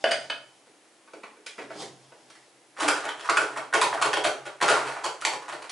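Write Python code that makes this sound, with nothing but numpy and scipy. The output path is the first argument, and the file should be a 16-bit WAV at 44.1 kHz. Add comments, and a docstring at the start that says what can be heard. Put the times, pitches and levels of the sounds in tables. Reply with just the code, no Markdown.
"""A hand rummages through a box of plastic makeup cases, which clack together and land in the box.
Before that a hard jar is knocked down and rings, and light taps and rubbing fingers follow.
Blows are crackling noise forces that drive decaying modes; sliding is a stream of tiny contacts.
All is heard by two close microphones in a small, lively room, over a faint hum and hiss of shaped noise."""
import sys
import numpy as np
from scipy import signal
from scipy.fft import rfft, irfft, next_fast_len
from scipy.io import wavfile

SR = 44100
rng = np.random.default_rng(int(sys.argv[2]) if len(sys.argv) > 2 else 0)


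def generate_wav(sig):
    """Save sig (samples, or channels by samples) to the path in sys.argv[1] as 16-bit PCM at SR."""
    pcm = np.round(np.clip(np.atleast_2d(sig).T, -1, 1) * 32767).astype(np.int16)
    wavfile.write(sys.argv[1], SR, pcm)


N = 251811   # length [samples]
BLOW_T = np.arange(int(.6 * SR)) / SR   # time within one blow or room response [s]
# low, middle and high band of a blow, split at 700 and 2500 Hz
BAND_EDGES = [(700, "low"), ([700, 2500], "band"), (2500, "high")]
BANDS = [signal.butter(3, edge, kind, fs=SR, output="sos") for edge, kind in BAND_EDGES]


def clatter(paths, brief_ring_db):
    """Each case clacks against its neighbours and a moment later lands in the box with a deeper knock."""
    # clacks and landings: (time [s], middle-band level [dB], treble re middle band [dB],
    # rattle decay constant [s], ring [Hz], drop time [s], middle-band level of the landing [dB])
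    case_hits = [(2.766, -42.5, -12, 0.014, 1490, 0.017, -40), (2.799, -26.5, -6, 0.029, 1460, .024, -27),
                 (2.879, -19, -4, 0.0054, 1420, 0.042, -44), (3.035, -35.5, -16, 0.017, 1230, .012, -36),
                 (3.083, -34, -5, 0.0038, 3240, .02, -50), (3.195, -43, -1.5, 0.014, 3350, 0.026, -50.5),
                 (3.288, -22.5, -25, .001, 1250, 0.0083, -34.5),
                 (3.295, -21, -7.5, 0.0043, 1240, .005, -32), (3.361, -29, -14, 0.0046, 1420, .01, -54),
                 (3.370, -17, -7.5, 0.0044, 1386, 0.044, -31), (3.561, -32.5, -16, 0.011, 1230, .01, -35),
                 (3.726, -28, -16, 0.0014, 1430, .012, -28), (3.736, -19.5, -9, 0.012, 1360, 0.017, -39),
                 (3.814, -19, -6, 0.0067, 1000, 0.021, -26),
                 (3.927, -29.5, -32, 0.0033, 670, 0.0031, -34.5),
                 (3.975, -32.5, -21, 0.0059, 1410, 0.019, -42),
                 (4.015, -19.5, -6.5, 0.0074, 1120, 0.033, -26), (4.131, -25, -5, 0.0065, 3200, 0.037, -28),
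                 (4.239, -28, -1, 0.0095, 1470, 0.0097, -24.5), (4.454, -38, -7.5, 0.0074, 1410, .008, -40),
                 (4.603, -40.5, -10, .004, 1370, .008, -41), (4.612, -23, -6.5, 0.0062, 1400, .011, -22.5),
                 (4.681, -18.5, -7, 0.013, 1350, .018, -22.5), (4.767, -28, -13, .017, 950, 0.018, -54),
                 (4.869, -34, -8.5, 0.012, 850, .015, -41.5), (4.963, -36.5, -18, 0.0067, 830, 0.017, -48),
                 (5.037, -28, -5, 0.0092, 954, 0.012, -32), (5.208, -49, 7.5, 0.014, 1540, .012, -55),
                 (5.221, -33, -12, .002, 1400, .01, -44), (5.250, -26.5, 3, 0.0031, 900, .016, -31.5),
                 (5.324, -34, -8, 0.0061, 870, 0.0097, -38), (5.481, -35.5, -9, 0.013, 1570, 0.041, -37.5),
                 (5.621, -43.5, -4, 0.0044, 830, 0.0088, -53), (5.695, -43.5, 4, .014, 775, 0.0094, -53)]
    clack_bass_db = -11   # re the middle band: case against case has little bass
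    landing_rattle_s, landing_ring_db = 0.0079, -8.5
    landing_bass_db, landing_treble_db = -0.5, -7   # re the middle band
    out = np.zeros((2, N))
    for s, db, treble_db, rattle_s, hz, drop_s, landing_db in case_hits:
        clack = case_blow(rattle_s, hz, ringing(brief_ring_db, rattle_s), box_db=-13.5)
        add(out, s, clack, paths, [db + clack_bass_db, db, db + treble_db])
        landing = case_blow(landing_rattle_s, hz, landing_ring_db, box_db=-10.5)
        landing_bands = [landing_db + landing_bass_db, landing_db, landing_db + landing_treble_db]
        add(out, s + drop_s, landing, paths, landing_bands)
    return out


def case_blow(rattle_s, hz, ring_db, box_db):
    """A case rattles against what it meets, rings briefly at its own pitch and shakes the box."""
    # what the box rings with: (frequency [Hz], level re the other modes [dB], t60 [s])
    box_modes = [(287, -12.5, 0.15), (323, -32, 0.1), (423.7, -8.5, 0.15), (523, -29, 0.097),
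                 (613.3, -3, 0.13), (828, 0, 0.65), (973.5, -6.5, 0.05), (1080, -36, 0.067),
                 (1230, -24, 0.074), (1300, -27, 0.12), (1490, -28, 0.27), (1665, -32, .15),
                 (2240, -6, 0.11), (3230, 2, 0.082), (4400, 5, 0.013)]
    force = rattle(rattle_s, gap_s=.0035, touch_s=0.00092, uneven_db=4.5)
    case = from_db(ring_db) * rung(force, [(hz, 0, .009)], scatter_db=0)
    box = from_db(box_db) * rung(force, box_modes, scatter_db=0.5)
    return force + case + box


def box_paths():
    """Two paths from the box to the microphones, coloured by the box."""
    # box colour: (frequency [Hz], gain [dB])
    box_colour = [(30, -40), (70, -40.5), (130, -26), (225, -28), (290, -4.5), (430, -2.5), (900, 4),
                  (1450, 7), (2000, -1.5), (3400, -7.5), (5500, -12.5), (9500, -14), (11000, -20.5)]
    return [room(box_colour, direct_db=-4.0, echo_db=-18.5, echo_s=.0055) for spot in range(2)]


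def shuffle(path):
    """Sweeps of the hand slide and jostle the cases: sparse, uneven contacts heard through the box."""
    # sweeps: (time of full level [s], hold [s], level [dB])
    sweeps = [(2.80, 0.16, -34.5), (3.26, 0.21, -40), (3.81, 0.57, -49.5), (4.66, 0.036, -26.5),
              (5.42, .29, -46.5)]
    return friction(strokes(sweeps, attack_s=0.062, release_db_per_s=59), path, per_s=430, uneven_db=4)


def drag():
    """The box judders over the table: an abrupt stream of contacts in a narrow low colour."""
    # pulls: (time of full level [s], hold [s], level [dB])
    pulls = [(2.81, 0.087, -36.5)]
    # colour of box on table: (frequency [Hz], gain [dB])
    drag_colour = [(40, -33), (130, -21), (225, -52), (280, 7), (305, 11), (380, -24), (1000, -45),
                   (11000, -53)]
    level = strokes(pulls, attack_s=0.018, release_db_per_s=278)
    path = room(drag_colour, direct_db=1.0, echo_db=5, echo_s=0.00615)
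    return friction(level, path, per_s=680, uneven_db=4.0)


def jar(ring_db):
    """A hard hollow jar meets the table, rocks and rings; a softer contact is duller."""
    # knocks: (time [s], middle-band level [dB], bass and treble re middle band [dB, dB],
    # rattle decay constant [s], contact cut-off [Hz])
    knocks = [(0.040, -23.5, 0, -7.5, 0.0024, 5400), (0.075, -36, -9, -4, 0.0068, 3560),
              (0.110, -31, -13, -2, 0.0016, 7900), (0.116, -28, -9.5, -1.5, 0.00087, 7500),
              (0.299, -31.5, -14, -1, 0.0012, 3930)]
    # what the jar rings with: (frequency [Hz], level re the other modes [dB], t60 [s])
    jar_modes = [(284, -17, 0.23), (581, -3, 0.041), (645, -1.5, 0.052), (1165, -10, 0.059),
                 (1467, -11, 0.071), (1610, -3.5, 0.026), (2140, -19, 0.023), (2520, -14, 0.021),
                 (2970, -0.5, 0.026), (3040, -4.5, 0.44), (3435, -6.5, 0.11), (4797, 5, 0.015),
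                 (4856, -1.5, 0.029), (8530, 4, 0.046), (8770, -12, 0.061), (9500, 1, 0.049)]
    # jar colour: (frequency [Hz], gain [dB])
    jar_colour = [(40, -48), (130, -24.5), (285, -1), (400, -6), (620, 5), (850, 3), (1500, 11), (2900, 6),
                  (5000, -3.5), (6000, -3.5), (11000, -4)]
    out = np.zeros((2, N))
    paths = [room(jar_colour, direct_db=-3.5, echo_db=-26, echo_s=0.0071) for spot in range(2)]
    for s, db, bass_db, treble_db, rattle_s, cut_hz in knocks:
        force = rattle(rattle_s, gap_s=0.0015, touch_s=0.00072, uneven_db=5)
        struck = force + from_db(ring_db) * rung(force, jar_modes, scatter_db=2.5)
        softness = signal.butter(2, cut_hz, fs=SR, output="sos")
        add(out, s, signal.sosfilt(softness, struck), paths, [db + bass_db, db, db + treble_db])
    return out


def taps(brief_ring_db, cycles):
    """Small things held in the hand: damped, each ring losing 60 dB within a few cycles."""
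    # taps: (time [s], middle-band level [dB], treble re middle band [dB],
    # rattle decay constant [s], ring [Hz])
    light_taps = [(0.669, -63.5, -5, 0.0023, 433), (1.074, -54.5, -13, 0.0062, 1100),
                  (1.134, -47, -9.5, 0.0008, 500), (1.232, -43, -12, 0.0036, 1120),
                  (1.369, -60.5, -22, .004, 440), (1.462, -43.5, 3.5, 0.0036, 1900),
                  (1.579, -40, -16, 0.0086, 620), (1.617, -48.5, -17, 0.0046, 475),
                  (1.699, -41, -19, 0.0051, 690), (1.752, -50.5, -6, 0.0034, 368),
                  (1.819, -46.5, -1, 0.0045, 420), (2.119, -54, -30, 0.002, 640),
                  (2.3, -55, 0.5, 0.0025, 3820), (2.353, -56, -3, .005, 1830)]
    # tap colour: (frequency [Hz], gain [dB])
    tap_colour = [(40, -45), (130, -15), (200, 2.5), (300, 13.5), (600, 4.5), (1500, 3.5), (3000, 1),
                  (6000, -4.5), (11000, -10)]
    full_bass_hz, bass_db_per_octave = 450, -8   # smaller things ring higher and have less bass
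    out = np.zeros((2, N))
    paths = [room(tap_colour, direct_db=-6.0, echo_db=-15, echo_s=.006) for spot in range(2)]
    for s, db, treble_db, rattle_s, hz in light_taps:
        force = rattle(rattle_s, gap_s=0.0018, touch_s=0.0018, uneven_db=6.0)
        ring_db = ringing(brief_ring_db, rattle_s)
        ring = from_db(ring_db) * rung(force, [(hz, 0, cycles / hz)], scatter_db=0)
        bass_db = bass_db_per_octave * np.log2(hz / full_bass_hz)
        add(out, s, force + ring, paths, [db + bass_db, db, db + treble_db])
    return out


def rub():
    """Fingers rub over a case: dense, fairly even contacts."""
    # rubs: (time of full level [s], hold [s], level [dB])
    rubs = [(0.0, .25, -50.5), (0.35, 0.25, -68), (1.58, 0.028, -51), (1.72, .05, -51), (1.795, .01, -37),
            (1.88, 0.59, -62)]
    # colour of fingers on a case: (frequency [Hz], gain [dB])
    rub_colour = [(40, -25), (130, -1), (300, 1), (800, 10), (2000, -11), (3500, 2), (5200, 1), (7000, -2),
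                  (11000, -11)]
    level = strokes(rubs, attack_s=0.063, release_db_per_s=334)
    path = room(rub_colour, direct_db=-10.5, echo_db=-9, echo_s=0.02)
    return friction(level, path, per_s=1300, uneven_db=1.0)


def rattle(rattle_s, gap_s, touch_s, uneven_db):
    """Contact force: touches follow at uneven gaps, swell as the parts seat, then die; each crackles."""
    when = np.cumsum(rng.uniform(.3, 1.7, 60) * gap_s)
    when -= when[0]
    age = when / max(rattle_s, 1e-3)
    size = (0.84 + 1.07 * age) * np.exp(-age)
    size = size * from_db(uneven_db * rng.standard_normal(len(when)))
    touches = np.bincount((when * SR).astype(int), size ** 2, len(BLOW_T))[:len(BLOW_T)]
    # the power of each touch decays with time constant touch_s
    power = signal.lfilter([1], [1, -np.exp(-1 / (touch_s * SR))], touches + 1e-18)
    return unit_energy(np.sqrt(power) * rng.standard_normal(len(BLOW_T)))


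def resonate(x, hz, r):
    """Two-pole resonator at hz; the pole radius r sets how long it rings."""
    return signal.lfilter([1, 0, -1], [1, -2 * r * np.cos(2 * np.pi * hz / SR), r * r], x)


def rung(force, modes, scatter_db):
    """Modes driven by a force; each blow lands elsewhere and finds them with new strengths."""
    gains = from_db(scatter_db * rng.standard_normal(len(modes))) * rng.choice([-1, 1], len(modes))
    out = 0
    for gain, (hz, db, t60) in zip(gains, modes):
        r = np.exp(-np.log(1000) / (t60 * SR))
        out = out + gain * from_db(db) * unit_energy(resonate(force, hz, r))
    return unit_energy(out)


def ringing(brief_db, rattle_s):
    """Ring level [dB]: a brief touch lets a thing ring clearly; a long rattle masks the ring."""
    brief_rattle_s, db_per_doubling = 0.0011, -3.5
    return brief_db + db_per_doubling * np.log2(max(rattle_s, 1e-3) / brief_rattle_s)


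def strokes(rows, attack_s, release_db_per_s):
    """Level of hand movements: each swells, holds and dies away."""
    t, power = np.arange(N) / SR, 0
    for s, hold_s, db in rows:
        swell = np.clip(1 + (t - s) / attack_s, 0, 1) ** 2
        release_db = release_db_per_s * np.maximum(t - s - hold_s, 0)
        power = power + (swell * from_db(db - release_db)) ** 2
    return np.sqrt(power)


def friction(level, path, per_s, uneven_db):
    """Sliding surfaces catch and slip: a stream of tiny contacts of uneven size."""
    sizes = from_db(uneven_db * np.minimum(rng.exponential(1, N), 4)) * rng.choice([-1, 1], N)
    slips = level * rms_one(sizes * (rng.random(N) < per_s / SR))
    return signal.fftconvolve(slips[None], np.sqrt(2) * unit_energy(path))[:, :N]


def add(out, s, struck, paths, band_db):
    """One blow sounds into the room; its weight and hardness set three band levels."""
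    # the thing shifts as it settles, from one path through the room to another
    shift = np.pi / 2 * (1 - fade(0.058))
    shares = [np.cos(shift), np.sin(shift)]
    heard = sum(signal.fftconvolve((struck * share)[None], path) for share, path in zip(shares, paths))
    start = int(s * SR)
    for sos, db in zip(BANDS, band_db):
        band = signal.sosfilt(sos, heard[:, :len(BLOW_T)])
        level = np.sqrt(np.mean(band[:, :int(.04 * SR)] ** 2))   # rms of the first 40 ms
        out[:, start:start + len(BLOW_T)] += (from_db(db) / level * band)[:, :N - start]


def room(spectrum, direct_db, echo_db, echo_s):
    """Path to the microphones: direct sound, a bounce off the table, a diffuse tail that dies by octave."""
    # reverberation time: (frequency [Hz], t60 [s])
    reverb_times = [(100, 0.9), (300, 0.45), (1000, 0.38), (3000, 0.33), (6000, 0.36), (11000, 0.27)]
    white, tail = rng.standard_normal((2, len(BLOW_T))), 0
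    hz = np.arange(len(BLOW_T) // 2 + 1) * SR / len(BLOW_T)
    centres = 100 * 2. ** np.arange(8)   # octave centres [Hz]
    for centre, share in zip(centres, np.eye(len(centres))):
        band = irfft(rfft(white) * np.interp(hz, centres, share), len(BLOW_T))
        tail = tail + band * fade(at_hz(reverb_times, centre))
    # the diffuse sound takes a moment to build up
    mid, side = [unit_energy(part * (1 - fade(0.0017))) for part in tail]
    mid[0] += from_db(direct_db)
    mid[int(echo_s * SR)] += from_db(echo_db)
    return colour(stereo(mid, from_db(-1.5) * side), spectrum)


def standing_waves(x):
    """The room's low modes swell with each knock and boom on."""
    # low room modes: (frequency [Hz], width [Hz], peak gain [dB])
    room_modes = [(134.7, 4.4, 15.5), (288, 16, -15), (428.2, 19.7, -0.5)]
    out = 0
    for hz, width_hz, db in room_modes:
        r = np.exp(-np.pi * width_hz / SR)
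        out = out + from_db(db) * (1 - r * r) / 2 * resonate(x, hz, r)
    return out


def stereo(mid, side):
    """Two close microphones differ a little, least around 300 Hz."""
    # gain of the side signal: (frequency [Hz], gain [dB])
    spread = [(100, -13), (300, -17.5), (600, -10.5), (1500, -7), (5000, -6), (11000, -10)]
    return mid + colour(side, spread) * [[1], [-1]]


def room_tone(level_db):
    """Faint hum and hiss of the room: noise shaped by a spectrum, fullest in the low mids."""
    # shape of the noise: (frequency [Hz], relative density [dB])
    tone_colour = [(18, -86), (30, -70), (114, -19.5), (239, -10), (329, 1), (364, -4.5), (726, -5),
                   (1220, -10.5), (2150, -11), (4300, -16), (11000, -17), (14300, -50), (22000, -120)]
    noise = stereo(*rng.standard_normal((2, N)))
    return from_db(level_db) * rms_one(colour(noise, tone_colour))


def from_db(db):
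    """Decibels to gain."""
    return 10 ** (np.asarray(db) / 20)


def rms_one(x):
    """Scale to an rms of one."""
    return x / np.sqrt(np.mean(x ** 2) + 1e-20)


def unit_energy(x):
    """Scale to an energy of one."""
    return x / np.sqrt(np.sum(x ** 2) + 1e-20)


def at_hz(points, hz):
    """Read a table on a log-frequency axis."""
    known_hz, value = np.transpose(points)
    return np.interp(np.log(np.maximum(hz, 1)), np.log(known_hz), value)


def fade(t60):
    """A decay that loses 60 dB in t60 seconds."""
    return from_db(-60 * BLOW_T / t60)


def colour(x, spectrum):
    """Causal (minimum-phase) filter with the given spectrum, made by folding its cepstrum."""
    size = 2 * next_fast_len(x.shape[-1])
    hz = np.arange(size // 2 + 1) * SR / size
    cepstrum = irfft(np.log(from_db(at_hz(spectrum, hz))))
    cepstrum[1:size // 2] *= 2
    cepstrum[size // 2 + 1:] = 0
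    return irfft(rfft(x, size) * np.exp(rfft(cepstrum)))[..., :x.shape[-1]]


def scene():
    """The handling, a little to the right, over the hum and hiss of the room."""
    from_box = box_paths()
    things = jar(ring_db=1.5) + taps(brief_ring_db=-3, cycles=10.2)
    things += clatter(from_box, brief_ring_db=2.0)
    things += shuffle(from_box[0]) + drag() + rub()
    to_the_right = from_db([[-.35], [.35]])
    return (things + standing_waves(things)) * to_the_right + room_tone(level_db=-59)


def record(dry):
    """The loudest peaks are rounded at the microphone, the top is cut steeply."""
    loudest, cutoff_hz = 1, 11150
    rounded = loudest * np.tanh(dry / loudest)
    return signal.sosfilt(signal.ellip(12, .1, 75, cutoff_hz, fs=SR, output="sos"), rounded)


dry = scene()
out = record(dry)
generate_wav(out)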